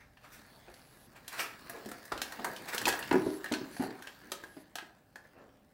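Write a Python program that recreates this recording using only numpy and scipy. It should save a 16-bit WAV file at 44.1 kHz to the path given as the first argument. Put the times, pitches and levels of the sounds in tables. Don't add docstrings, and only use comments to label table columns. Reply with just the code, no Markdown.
import sys
import numpy as np
from scipy import signal
from scipy.fft import rfft, irfft, next_fast_len
from scipy.io import wavfile
from scipy.ndimage import uniform_filter1d

SR = 44100
rng = np.random.default_rng(int(sys.argv[2]) if len(sys.argv) > 2 else 0)


def store_wav(level_fs):
    pcm = np.round(np.clip(np.atleast_2d(level_fs), -1, 1) * 32767)
    wavfile.write(sys.argv[1], SR, pcm.T.astype(np.int16))


N = 252693

# f/Hz, level/dB, time to fade by 60 dB/s
SLAT_NOTES = [(701, -12, 0.096), (845, -7.5, 0.022), (1268, -12, 0.038), (1550, -14, 0.12),
              (1656, -14.5, 0.19), (1837, -5.5, 0.037), (2666, -14, 0.037), (3200, -13.5, 0.031),
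              (4230, -7.5, 0.032)]
# f/Hz, level/dB
CRACK_TONE = [(60, -42.5), (200, -11.5), (400, 1.5), (800, -3), (1700, -7), (2200, -6.5), (4200, -5),
              (6000, -6.5), (10000, -6.5), (15500, -10.5)]
# t/s, level/dB, low knock/dB, high snap/dB, snap brightness/(dB per octave), ring f/Hz
CLACKS = [(0.171, -47.5, -34, -18, -18, 1730), (0.7394, -52.5, -1, 3, -2, 4470),
          (1.279, -40.5, -11, 6, 0, 1860), (1.327, -46.5, -19, 4, 2, 1610),
          (1.3934, -35, -1.5, -24, -33, 1180), (1.696, -32.5, -8, -7, 5.5, 1820),
          (1.8587, -46, 14, 2, 0, 690), (1.8881, -43, 7, -0.5, 3, 2030), (1.915, -34.5, 7, -5.5, 0, 1360),
          (2.1199, -38.5, 10, 3, -6, 1100), (2.1764, -40, 7, 1, -6, 1550), (2.2166, -27, 1.5, 1, -4, 1590),
          (2.3218, -33.5, -4, -6.5, -1.5, 1540), (2.4447, -27, -25, -3, 0.5, 1580),
          (2.563, -50, -14, 11, -6.5, 930), (2.7459, -37, 10.5, 6, 5, 1710),
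          (2.7797, -30.5, -18, 3, -5, 1580), (2.815, -30, -6, -5, 1, 1580),
          (2.8543, -26.5, -0.5, 3, -9, 2555), (2.8701, -31.5, -2, 2, 0, 1300),
          (2.8787, -17.5, -13.5, -6.5, 1.5, 800), (2.8868, -25, 5.5, 2.5, -4, 1650),
          (2.925, -29, -6, -4, -7, 1610), (2.9905, -29, -24, -11, 8, 1670),
          (3.026, -36.5, -17, -3, -10.5, 1530), (3.1109, -22.5, -26, -15.5, -13.5, 1050),
          (3.1254, -37, -6, 2, -3.5, 1010), (3.4427, -29.5, -11, -9.5, 0, 1760),
          (3.4597, -31.5, -21, -14, -10, 1630), (3.521, -30, -5, 0, -5.5, 970),
          (3.5375, -24, -29, -8, -8, 1780), (3.7654, -35.5, -4, -7.5, -4, 1570),
          (3.8235, -32, 2, -12, 2, 825), (3.985, -45, -8, -30, -11, 816),
          (4.0225, -39, -35, -5.5, -0.5, 1500), (4.0709, -34.5, -4, -6.5, -8.5, 1590),
          (4.3178, -29.5, -1, 1, -2.5, 1270), (4.4368, -36, -3, -11, -1.5, 1640),
          (4.755, -31, -4, -2.5, -2.5, 1690), (4.7842, -31, -18, -11.5, -12, 1620),
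          (5.1567, -37.5, -3.5, -10.5, -4, 1690)]
def clacks():
    out, t = np.zeros(N), np.arange(SR // 2) / SR
    snap_centre_hz = 6490
    for s, db, knock_db, snap_db, tilt_db, ring_hz in CLACKS:
        snap = [(hz, snap_db + tilt_db * np.log2(hz / snap_centre_hz)) for hz in (2800, 13000)]
        contact = [(500, knock_db + 3.0), (1000, 0), (2000, 0.0084)] + snap
        tone = lambda hz: along(contact, hz)
        crack_fade = fade(t, 0.013) + amp(-5.5) * fade(t, 0.069)
        crack = filtered(noise(CRACK_TONE, len(t)), tone) * crack_fade
        wood = amp(-6.5) * ring(SLAT_NOTES, t, tone, scatter_db=4.0, detune=0.0207)
        note = amp(tone(ring_hz) - 2.5) * np.sin(2 * np.pi * ring_hz * t) * fade(t, 0.032)
        hit = (crack + wood + note) * rise(t, 0.001)
        add(out, s, amp(db) * in_room(hit, wet_db=-6.0))
    return out


# f/Hz, level/dB, time to fade by 60 dB/s
WINDOW_NOTES = [(128, -16, 0.15), (170, -19, 0.13), (200, -13.5, 0.19), (264.5, -5, 0.13), (309, -14, 0.41),
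                (372, 0, 0.051), (440.4, -18, 0.19), (631.2, -7.5, 0.085), (757, -16, 0.16),
                (855, -10.5, 0.071), (946, -11.5, 0.043), (991, -21, 0.25), (1450, -11, 0.085),
                (1690, -21.5, 0.13), (2034, -16.5, .08)]
# f/Hz, level/dB
THUD_TONE = [(30, -42), (70, -18), (125, -10.5), (170, -6), (260, 12.5), (380, 7.5), (520, -3), (900, -5),
             (1600, -10), (2300, -12), (3000, -33.5), (8000, -60)]
# t/s, level/dB, ring f/Hz, hardness/dB, rattle f/Hz,
# time between bounces/s, loss per bounce/dB
BUMPS = [(1.858, -36.5, 221, -26, 633, 0.025, 14), (2.118, -41.5, 366, 17, 1220, 0.02, 25),
         (2.39, -49.5, 213, 15, 860, 0.015, 18), (2.446, -45.5, 253, 23, 650, 0.02, 6),
         (2.866, -28.5, 318, 7, 930, 0.015, 22), (3.112, -18, 372, -5, 970, 0.0143, 0),
         (3.155, -20, 266, -16.5, 627, 0.049, 11.5), (3.262, -19, 382, -19.5, 626, 0.046, 18.5),
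         (3.514, -22, 267, -14, 587, 0.02, 14), (3.612, -29.5, 281, -23, 900, 0.024, 33),
         (3.796, -23.5, 265, -14.5, 760, 0.0105, 6.5), (3.835, -25.5, 379, -10, 770, 0.025, 4.5),
         (4.566, -40, 325, -10, 576, 0.015, 15), (4.823, -46, 302, -10, 640, 0.016, 22)]
def bumps():
    out, t = np.zeros(N), np.arange(SR * 3 // 4) / SR
    for s, db, ring_hz, hard_db, rattle_hz in bounces(count=4, soften_db=2.5):
        hardness = [(430, 0.0033), (650, hard_db + 8.5)]
        blow_tone = lambda hz: along(hardness, hz) + 7 * peak(hz, rattle_hz, octaves=0.26)
        pane_tone = lambda hz: blow_tone(hz) + 6 * peak(hz, ring_hz, octaves=0.11)
        rail = amp(4) * np.sin(2 * np.pi * ring_hz * t) * fade(t, 0.055)
        pane = amp(-2.5) * ring(WINDOW_NOTES, t, pane_tone, scatter_db=-1.0, detune=0.0039)
        thud = amp(-4.5) * filtered(noise(THUD_TONE, len(t)), blow_tone) * fade(t, 0.06)
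        hit = (rail + pane) * rise(t, 0.0042) + thud * rise(t, 0.0015)
        add(out, s, amp(db - 0.5) * in_room(hit, wet_db=-7))
    return out


def bounces(count, soften_db):
    return [(s + k * gap, db - k * loss_db, ring_hz, hard_db - k * soften_db, rattle_hz)
            for s, db, ring_hz, hard_db, rattle_hz, gap, loss_db in BUMPS for k in range(count)]


# f/Hz, level/dB
SKID_TONE = [(80, -36), (250, 1), (700, 7.5), (1200, 8.5), (1700, 11), (2100, 6.5), (2500, 8), (3000, -2.5),
             (4400, -1), (7000, -7.5), (15500, -13)]
# loudest t/s, level/dB, fall time/s, brightness/(dB per octave)
SKIDS = [(0.01, -57.5, 0.03, -1.5), (0.248, -54.5, 0.037, -0.5), (0.334, -53, 0.04, 3.5),
         (0.684, -54, 0.02, -4), (1.164, -53, 0.021, 0.5), (1.339, -44, 0.066, 0.5),
         (1.399, -32.5, 0.033, 1.5), (1.75, -48.5, 0.07, -9.5), (2.055, -47, 0.008, 8),
         (2.16, -43, 0.016, -14), (2.394, -43.5, 0.017, -12), (2.465, -46.5, 0.06, -15.5),
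         (2.688, -36, 0.016, 1), (2.735, -36, 0.02, 0.5), (5.253, -59, 0.014, -5), (5.381, -55.5, 0.07, -9)]
def skids():
    out, t = np.zeros(N), np.arange(N) / SR
    for s, db, fall_s, tilt_db in SKIDS:
        rise_s = 0.4 * fall_s
        stroke = np.exp(-np.maximum((s - t) / rise_s, (t - s) / fall_s))
        tone = lambda hz: along(SKID_TONE, hz) + tilt_db * np.log2(np.maximum(hz, 500) / 1700)
        out += amp(db) * stroke * friction(tone, slips_per_s=1900, slip_db=-14.0)
    return in_room(drift(out, depth_db=2.35), wet_db=-6.5)


# f/Hz, level/dB
RUB_TONE = [(500, -54), (900, -4.5), (1350, -2), (1700, 2.5), (2300, -4.5), (3300, -9.5), (4500, -5.5),
            (5600, -11), (8000, -29)]
BEND_TONE = [(30, -25), (50, -7), (80, -8), (130, 1.5), (270, 6.5), (450, 0), (750, -1.5), (1100, -1.5),
             (2500, -29)]
FUR_TONE = [(3000, -45), (6000, 3.5), (8000, 8), (12000, 3.5), (15500, 11.5)]
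# t/s, level/dB
EFFORT = [(0.0, -77.5), (0.25, -69.5), (0.38, -60.5), (1.2, -65), (1.37, -56.5), (2.15, -56.5), (2.28, -53),
          (2.68, -50.5), (2.94, -44.5), (3.25, -54.5), (3.73, -54.5), (3.8, -57.5), (4.45, -61),
          (4.58, -67.5), (5.07, -72), (5.33, -68.5), (5.51, -73), (5.73, -73)]
def rubbing():
    rub_tone = lambda hz: along(RUB_TONE, hz) + 4 * peak(hz, 1690, octaves=0.037)
    rub = amp(-3) * friction(rub_tone, slips_per_s=99, slip_db=-5)
    bend = amp(-5) * friction(lambda hz: along(BEND_TONE, hz), slips_per_s=83, slip_db=-8)
    fur = amp(-7.5) * friction(lambda hz: along(FUR_TONE, hz), slips_per_s=180, slip_db=-7.5)
    moving = amp(slat_motion_db()) * rub + amp(over_time(EFFORT)) * (bend + fur)
    return in_room(drift(moving, depth_db=3.0), wet_db=-11.0)


def slat_motion_db(settle_s=0.049):
    power = amp(over_time(EFFORT)) ** 2
    for s, db, *_ in BUMPS:
        t = since(s)
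        shake = amp(-36.5 + 0.54 * db) * (t > 0) * np.exp(-t / settle_s)
        power += shake ** 2
    return 10 * np.log10(power)


def rattle(taps=190):
    out, t = np.zeros(N), np.arange(SR // 8) / SR
    motion_db = slat_motion_db()
    for when, size, pitch in rng.random((taps, 3)):
        start = int(when * (N - 1))
        tone = lambda hz: 12 * peak(hz, 600 * 3 ** pitch, octaves=0.8)
        wood = ring(SLAT_NOTES, t, tone, scatter_db=1.5, detune=0.1) * fade(t, 0.2)
        tick = amp(2.5) * noise(CRACK_TONE, len(t)) * fade(t, 0.014)
        tap_db = motion_db[start] + 6 * size - 3
        add(out, start / SR, amp(tap_db) * (wood + tick))
    return in_room(out, wet_db=-8.5)


# f/Hz, level/dB
HISS_TONE = [(8000, -15), (9500, -14), (10200, -12), (10800, -11), (11500, -8), (12500, -16), (16000, -36)]
RASP_TONE = [(3300, -52), (4100, -3), (4500, 7), (4900, -17), (5800, -38)]
# start t/s, length/s, hiss level/dB, rasp level/dB, hiss shift/Hz
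CORD_PULLS = [(0.405, 0.2, -75, -72, -4.5), (0.692, 0.39, -69, -85, 99.5), (3.168, 0.23, -58, -68, -250),
              (3.72, 0.16, -57, -59, 101), (4.464, 0.18, -67, -86, 101)]
def cords(attack_s=0.0071, release_s=0.025, swell_db_per_s=24, glide_hz=500):
    hiss_level, rasp_level, shift_hz = np.zeros((3, N))
    for s, length, hiss_db, rasp_db, offset_hz in CORD_PULLS:
        t = np.minimum(since(s), length)
        gate = np.clip(np.minimum(t / attack_s, (length - t) / release_s), 0, 1)
        sliding = gate * amp(swell_db_per_s * (t - length / 2))
        hiss_level += sliding * amp(hiss_db)
        rasp_level += sliding * amp(rasp_db)
        shift_hz += (gate > 0) * (offset_hz + glide_hz * (t / length - 0.5))
    hiss_tone = lambda hz: along(HISS_TONE, hz) + 9 * peak(hz, 10530, octaves=0.067)
    steady_hiss = friction(hiss_tone, slips_per_s=380, slip_db=-29)
    hiss = np.real(signal.hilbert(steady_hiss) * np.exp(2j * np.pi * np.cumsum(shift_hz) / SR))
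    rasp = friction(lambda hz: along(RASP_TONE, hz), slips_per_s=160, slip_db=2)
    return hiss_level * hiss + rasp_level * rasp


# f/Hz, level/dB
RUMBLE_TONE = [(15, -20), (26, -21), (40, -1), (55, -0.5), (80, -10), (130, -2.5), (250, -38.5)]
# t/s, level/dB
THUMPS = [(2.12, -50), (2.72, -70), (2.865, -50)]
def thumps():
    level = sum(amp(db) * rise(since(s), 0.0071) * fade(since(s), 0.4) for s, db in THUMPS)
    return level * noise(RUMBLE_TONE, N)


# f/Hz, level/dB
AIR_TONE = [(20, -28), (60, 0), (140, 4), (270, 2), (370, -5.5), (600, -5.5), (780, -7), (950, -22.5),
            (1650, -18.5), (2500, -35), (7500, -37), (15500, -30)]
# f/Hz, level/dB
HUM_NOTES = [(599, -79), (780, -79.5)]
def background():
    t = np.arange(N) / SR
    air = amp(-67.5) * noise(AIR_TONE, N)
    hum = sum(np.sqrt(2) * amp(db) * np.sin(2 * np.pi * hz * t) for hz, db in HUM_NOTES)
    hand = amp(-67 - 2 * t) * noise(RUMBLE_TONE, N)
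    return air + hum + hand


# f/Hz, time to fade by 60 dB/s
ROOM_ECHO = [(100, 0.38), (300, 0.48), (600, 0.53), (1700, 0.41), (4000, 0.29), (12000, 0.23)]
def in_room(x, wet_db):
    hz, t, spectrum = signal.stft(rng.standard_normal(SR * 3 // 4), SR, nperseg=256)
    tail = signal.istft(spectrum * fade(t, along(ROOM_ECHO, hz)[:, None]), SR, nperseg=256)[1]
    tail = np.pad(tail / np.linalg.norm(tail), (SR // 200, 0))
    return x + amp(wet_db) * signal.fftconvolve(x, tail)[:len(x)]


def ring(notes, t, tone, scatter_db, detune):
    hz, db, t60 = np.transpose(notes)
    gain = amp(db + tone(hz) + scatter_db * rng.standard_normal(len(hz)))
    pitch = hz * (1 + detune * rng.standard_normal(len(hz)))
    waves = np.sin(2 * np.pi * (pitch[:, None] * t + rng.random((len(hz), 1))))
    return np.sqrt(2) * gain / np.linalg.norm(gain) @ (waves * fade(t, t60[:, None]))


def friction(tone, slips_per_s, slip_db):
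    slips = (rng.random(N) < slips_per_s / SR) * rng.standard_normal(N)
    return unit(filtered(rng.standard_normal(N) + amp(slip_db) * unit(slips), tone))


def drift(x, depth_db):
    spectrum = signal.stft(x, nperseg=512)[2]
    wander = rng.standard_normal(spectrum.shape)
    for _ in range(2):
        wander = uniform_filter1d(uniform_filter1d(wander, size=5, axis=0), size=9, axis=1)
    return signal.istft(spectrum * amp(depth_db * unit(wander)), nperseg=512)[1][:len(x)]


def noise(tone_table, size):
    return unit(filtered(rng.standard_normal(size), lambda hz: along(tone_table, hz)))


def filtered(x, tone):
    size = next_fast_len(len(x) + 8192)
    gain = amp(tone(np.fft.rfftfreq(size, 1 / SR)))
    return irfft(rfft(x, size) * gain, size)[:len(x)]


def along(points, hz):
    f, values = np.transpose(points)
    return np.interp(np.log(hz + 1), np.log(f + 1), values)


def peak(hz, centre_hz, octaves):
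    return np.exp(-(np.log2((hz + 1) / centre_hz) / octaves) ** 2)


def over_time(points):
    return np.interp(np.arange(N) / SR, *np.transpose(points))


def since(s):
    return np.maximum(np.arange(N) / SR - s, 0)


def rise(t, attack_s):
    return 1 - np.exp(-t / attack_s)


def fade(t, t60):
    return amp(-60 * t / t60)


def amp(db):
    return 10 ** (np.asarray(db) / 20)


def unit(x):
    return x / np.sqrt(np.mean(x ** 2) + 1e-20)


def add(track, s, sound):
    part = track[max(round(s * SR), 0):][:len(sound)]
    part += sound[:len(part)]


def scene():
    return (clacks() + bumps() + skids() + rubbing() + rattle() + cords() + thumps() + background())[None]


def record(dry):
    top_hz = 15800
    return np.array([filtered(x, lambda hz: np.where(hz < top_hz, 0, -120)) for x in dry])


dry = scene()
out = record(dry)
store_wav(out)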